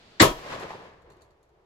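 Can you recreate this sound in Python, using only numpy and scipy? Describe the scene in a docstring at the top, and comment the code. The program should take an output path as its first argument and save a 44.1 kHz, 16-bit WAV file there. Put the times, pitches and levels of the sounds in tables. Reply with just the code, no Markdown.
"""A clearing ringed by trees: one shotgun shot at a clay target, close to a two-port microphone.
A hard crack opens into a bright blast with low pressure thumps that overloads the microphone,
and the barrel rings on. Nearby things slap the shot back; the tree lines roll it back, duller
with distance. The gun clicks and knocks faintly as it is handled, over a light gust and low rumble."""
import sys
import numpy as np
from scipy import signal
from scipy.fft import rfft, irfft
from scipy.io import wavfile

SR = 44100
rng = np.random.default_rng(int(sys.argv[2]) if len(sys.argv) > 2 else 0)


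def to_wav(s):
    """Save 16-bit WAV."""
    ch = np.atleast_2d(s).T  # columns
    pcm = np.round(np.clip(ch, -1, 1) * 32767)  # PCM
    wavfile.write(sys.argv[1], SR, pcm.astype(np.int16))


N = 72765
T, HZ = np.arange(N) / SR, np.fft.rfftfreq(N, 1 / SR)
CRACK_S, BLAST_S, SNAP_S, BLAST_RISE_S = .1962, .215, .218, .011


# the crack close up, at the left and right port (frequency [Hz], level [dB])
CRACK_LEFT = [(40, -21), (130, -12.5), (320, -1.5), (700, -4.5), (1050, -15.5), (1750, 3), (2500, -10.5),
              (3200, -3), (4600, -6), (6000, -18), (7400, -7)]
CRACK_RIGHT = [(40, -20.5), (130, -3), (320, 1), (750, -6.5), (1130, -1), (1550, -16.5), (2100, 0),
               (2600, -16.5), (4300, -8.5), (6000, -17), (7400, -14)]
def crack():
    """The first hard burst overloads the microphone; its bass swells just behind the rest."""
    burst = noise(np.array([read(CRACK_LEFT), read(CRACK_RIGHT)]))
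    bass = filtered(burst, lowpass(614, slope=4))
    attack = (burst - bass) * rise(CRACK_S, .0055) ** 2 + bass * rise(CRACK_S, .014) ** 2
    drive, hold_s = .44, .017
    overloaded = np.tanh(drive * attack * amp(fall_db(CRACK_S + hold_s, t60=.09))) / drive
    return amp(-5) * filtered(overloaded, np.sqrt(lowpass(7730, slope=90)))


# the blast close up (frequency [Hz], level [dB])
BLAST_COLOUR = [(25, -7), (42, -3), (62, -16.5), (110, -4), (200, -2), (450, -2), (800, -2.5), (1500, -7),
                (2200, -8.5), (3300, -9.5), (5000, -15), (7000, -15.5), (9000, -15.5), (14000, -16),
                (16000, -20)]
# how long it rings (frequency [Hz], t60 [s])
BLAST_T60 = [(40, 0.48), (120, 0.24), (400, 0.28), (1200, .25), (3000, 0.24), (7000, 0.24), (14000, 0.1)]
# resonances around the shooter (frequency [Hz], width [Hz], boost [dB])
RESONANCES = [(136, 9, 7.5), (318, 33, 6.5), (461, 30, 5), (548, 12, 8.5), (629, 39, 9.5), (972, 27, 12),
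              (1089.6, 49, 13.5), (1272, 35, 11), (1790, 45, 6.5)]
def blast():
    """The roar rings the surroundings and dies, treble first; a near wall of trees throws it back."""
    rings_db = sum(db * np.exp(-((HZ - hz) / width) ** 2) for hz, width, db in RESONANCES)
    burst = noise(read(BLAST_COLOUR) + rings_db, pan_db=1)
    roar = by_band(burst, lambda hz: fall_db(BLAST_S + .0033, read(BLAST_T60, hz)), count=14)
    bounce_db = 1.5 * bell(.2495, width_s=.012)
    return amp(-9 + bounce_db) * rise(BLAST_S, BLAST_RISE_S) * roar


# the bright top of the blast (frequency [Hz], level [dB])
SNAP_COLOUR = [(500, -23.5), (6000, -3.5), (9000, -5), (13500, 0), (16000, -5.5)]
def snap():
    """A sharp snap tops the blast; nearby leaves scatter it into a faint sizzle."""
    colour = read(SNAP_COLOUR)
    direct = noise(colour) * rise(SNAP_S, .0012) * amp(-11.5 + fall_db(SNAP_S, t60=.022))
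    sizzle = noise(colour) * rise(SNAP_S, BLAST_RISE_S) * amp(-40 + fall_db(SNAP_S, t60=.45))
    return direct + sizzle


# pressure pulses at the microphone (time [s], peak [linear], length [s])
THUMPS = [(0.2175, .14, .002), (0.2265, 0.33, 0.0016), (0.245, .11, 0.0018)]
def thumps():
    """The pressure wave and its near reflections: each a push between two suctions."""
    return sum(peak * (1 - ((T - s) / length) ** 2) * np.exp(-((T - s) / length) ** 2 / 2)
               for s, peak, length in THUMPS)


BARREL_HZ, BARREL_WIDTH_HZ = (2860, 3235, 3270), 24
def barrel():
    """A few narrow steel modes of the barrel, struck by the shot."""
    modes = sum(1 / (1 + ((HZ - hz) / BARREL_WIDTH_HZ) ** 2) for hz in BARREL_HZ)
    envelope = rise(BLAST_S, BLAST_RISE_S) * amp(-29 + fall_db(BLAST_S, t60=.33))
    return noise(20 * np.log10(modes)) * envelope


# returns from things nearby, then from the edge of the wood (time [s], level [dB], pitch [Hz])
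SLAPS = [(.2124, -10, 310), (0.2323, -11, 1007), (.2509, -14, 408), (.2726, -18, 442), (.314, -28.5, 333),
         (.5227, -34, 1240), (.5238, -34, 570), (.5379, -30, 1200), (0.7078, -29.5, 810),
         (0.7139, -37, 870), (0.719, -31, 970), (0.7321, -36, 1000), (0.739, -33.5, 905)]
def slaps():
    """Separate hollow returns, each a few cycles long, reaching the left port first."""
    port_time = T - np.array([[0], [.0001]])
    out = 0
    for s, db, hz in SLAPS:
        cycles = hz * (port_time - s)
        out += amp(db) * np.exp(-(cycles / 1.4) ** 2) * np.cos(2 * np.pi * (cycles + rng.random()))
    return out


# tree lines, near to far (peak time [s], level [dB], rise [s], t60 [s], treble [dB])
TREE_LINES = [(0.392, -47, 0.035, 0.92, 2), (0.481, -40, 0.045, 1, -3), (0.538, -34.5, 0.032, 0.64, -2),
              (0.636, -34, 0.024, 0.3, -5), (0.716, -43, 0.036, 0.68, 4),
              (0.755, -35.5, 0.0097, 0.071, -19), (0.807, -45, 0.014, 0.39, -5.5),
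              (.85, -47, 0.036, 1, 0.5), (1.12, -52.5, .05, 0.27, -3.5), (1.21, -57.5, 0.1, 0.99, 4.5),
              (1.6, -62, 0.043, 0.51, -1)]
# the shot heard back from the trees (frequency [Hz], level [dB])
ECHO_COLOUR = [(30, -14), (70, -9.5), (160, -3.5), (240, -9.5), (420, -1.5), (580, -1), (750, -4.5),
               (1050, -2.5), (1450, -9.5), (1750, -6.5), (2200, -10.5), (4500, -18), (8000, -29),
               (12000, -41), (16000, -44.5)]
def echoes():
    """Each tree line scatters a grainy swell back; the air takes treble from the later ones."""
    def level_db(hz):
        treble = hz ** 2 / (hz ** 2 + 1604 ** 2)
        power = 0
        for s, db, rise_s, t60, treble_db in TREE_LINES:
            swell = np.exp(-(np.minimum(T - s, 0) / rise_s) ** 2)
            power += swell * amp(db + treble_db * treble + fall_db(s, t60)) ** 2
        air_db_per_s = 6 * min(hz, 4500) / 1000
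        return 10 * np.log10(power + 1e-20) - air_db_per_s * (T - .59)

    grain_db = np.interp(T / .003, np.arange(N), rng.standard_normal(N))  # a new level every 3 ms
    roll = by_band(noise(read(ECHO_COLOUR), pan_db=.5), level_db, count=8)
    return roll * amp(grain_db) * rise(BLAST_S, BLAST_RISE_S)


# the gun's action, close by (time [s], level [dB], treble [dB])
CLICKS = [(0.597, -58, 9.5), (.610, -63, 8), (1.019, -74.5, 5), (1.101, -65.5, 2.5), (1.119, -70.5, 1),
          (1.167, -80, 5), (1.209, -72, 1), (1.218, -65, 4.5), (1.306, -73, 0), (1.429, -76, 7),
          (1.49, -80, 0)]
# the clicks' bright ringing colour as picked up, with two hollows in the high treble
# (frequency [Hz], level [dB])
CLICK_COLOUR = [(800, -23), (3000, -16), (3700, 12), (4000, 10), (4420, 17.5), (4900, -1), (5600, 2),
                (6500, 7), (8000, 4.5), (9400, -12), (10500, 3), (13600, -14), (14900, 2), (16000, -15)]
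def clicks():
    """Small steel parts tick and ring briefly, some brighter than others."""
    ringing = noise(read(CLICK_COLOUR))
    treble = filtered(ringing, 1 - lowpass(5500, slope=10))
    out = 0
    for s, db, treble_db in CLICKS:
        tick_and_ring = amp(fall_db(s, t60=.035)) + amp(-5 + fall_db(s, t60=.19))
        out += (ringing + (amp(treble_db) - 1) * treble) * rise(s, .001) * amp(db) * tick_and_ring
    return out


# bumps on the stock, close by (time [s], level [dB], pitch [Hz])
KNOCKS = [(1.043, -47, 483), (1.072, -49.5, 352), (1.164, -49.5, 366)]
def knocks():
    """Each soft bump rings the stock with one dull note."""
    return sum(rise(s, .0052) * amp(db + fall_db(s, t60=.08)) * np.sin(2 * np.pi * hz * (T - s))
               for s, db, hz in KNOCKS)


# wind on the microphone (frequency [Hz], level [dB])
WIND_COLOUR = [(20, -19), (45, 7), (80, 7), (130, -7), (220, -37), (1000, -57)]
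def wind():
    """One light, slow gust rumbles on the microphone."""
    return amp(-64.5) * noise(read(WIND_COLOUR)) * bell(1.12, width_s=.21)


# hiss and rumble of the clearing, all around (frequency [Hz], level [dB])
HISS = [(30, -8.5), (80, -3), (580, -7), (1000, -10.5), (4600, -12), (5500, -20.5), (8000, -27),
        (10000, -37), (16000, -51)]
RUMBLE = [(25, -13), (60, -4.5), (170, -15), (240, -25.5), (340, -8.5), (430, -5), (520, -14.5),
          (620, -11), (1050, -17), (1650, -24.5), (5000, -36.5), (16000, -55.5)]
def air():
    """A low outdoor rumble, and a faint hiss that drops away after the shot."""
    hiss = amp(-56) * noise(read(HISS)) * (1 - rise(CRACK_S, .4))
    return hiss + amp(-64.5) * noise(read(RUMBLE))


# how alike the two microphone ports hear (frequency [Hz], likeness [0-1])
PORT_LIKENESS = [(40, 0.9), (130, 1), (300, 0.8), (600, 0.6), (1100, 0.25), (1800, 0.3), (3000, 0),
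                 (6000, 0), (7300, 0.3), (12000, 1)]
def noise(colour_db, pan_db=0, lag_s=.00017):
    """Coloured noise at the two ports, level 1 before panning, reaching the left one first."""
    left, unrelated = np.exp(2j * np.pi * rng.random((2, len(HZ))))
    same = read(PORT_LIKENESS)
    right = same * left * np.exp(-2j * np.pi * HZ * lag_s) + np.sqrt(1 - same ** 2) * unrelated
    x = irfft(np.array([left, right]) * amp(colour_db), N)
    return x / x.std() * amp([[pan_db], [-pan_db]])


def amp(db):
    """Decibels to gain."""
    return 10 ** (np.asarray(db) / 20)


def read(points, hz=HZ):
    """Joins points with straight lines on a log-frequency axis."""
    f, value = np.transpose(points)
    return np.interp(np.log(hz + 1), np.log(f + 1), value)


def lowpass(hz, slope):
    """A gain curve that falls away above hz."""
    return 1 / (1 + (HZ / hz) ** slope)


def filtered(x, gain):
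    """Scales each frequency of x by its gain."""
    return irfft(rfft(x) * gain, N)


def by_band(x, level_db, count):
    """Gives each band of x its own course in time, level_db(hz)."""
    centres = np.geomspace(40, 16000, count)
    return sum(filtered(x, read(np.c_[centres, band])) * amp(level_db(hz))
               for hz, band in zip(centres, np.eye(count)))


def rise(start, rise_s):
    """A straight attack."""
    return np.clip((T - start) / rise_s, 0, 1)


def fall_db(start, t60):
    """An even decay from start on."""
    return -60 * np.maximum(T - start, 0) / t60


def bell(peak_s, width_s):
    """A smooth swell and fade."""
    return np.exp(-((T - peak_s) / width_s) ** 2)


def scene():
    """The shot, its echoes and the handling over the open air."""
    shot = crack() + blast() + snap() + thumps() + barrel()
    return shot + slaps() + echoes() + clicks() + knocks() + wind() + air()


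def record(dry):
    """The microphone rounds off the loudest peaks; then the highest treble is cut."""
    ceiling, edge_hz = .94, 15950
    rounded = dry / (1 + (dry / ceiling) ** 8) ** (1 / 8)
    band_limit = signal.firwin(511, edge_hz, window=("kaiser", 9), fs=SR)
    return signal.oaconvolve(rounded, band_limit[None], "same")


dry = scene()
out = record(dry)
to_wav(out)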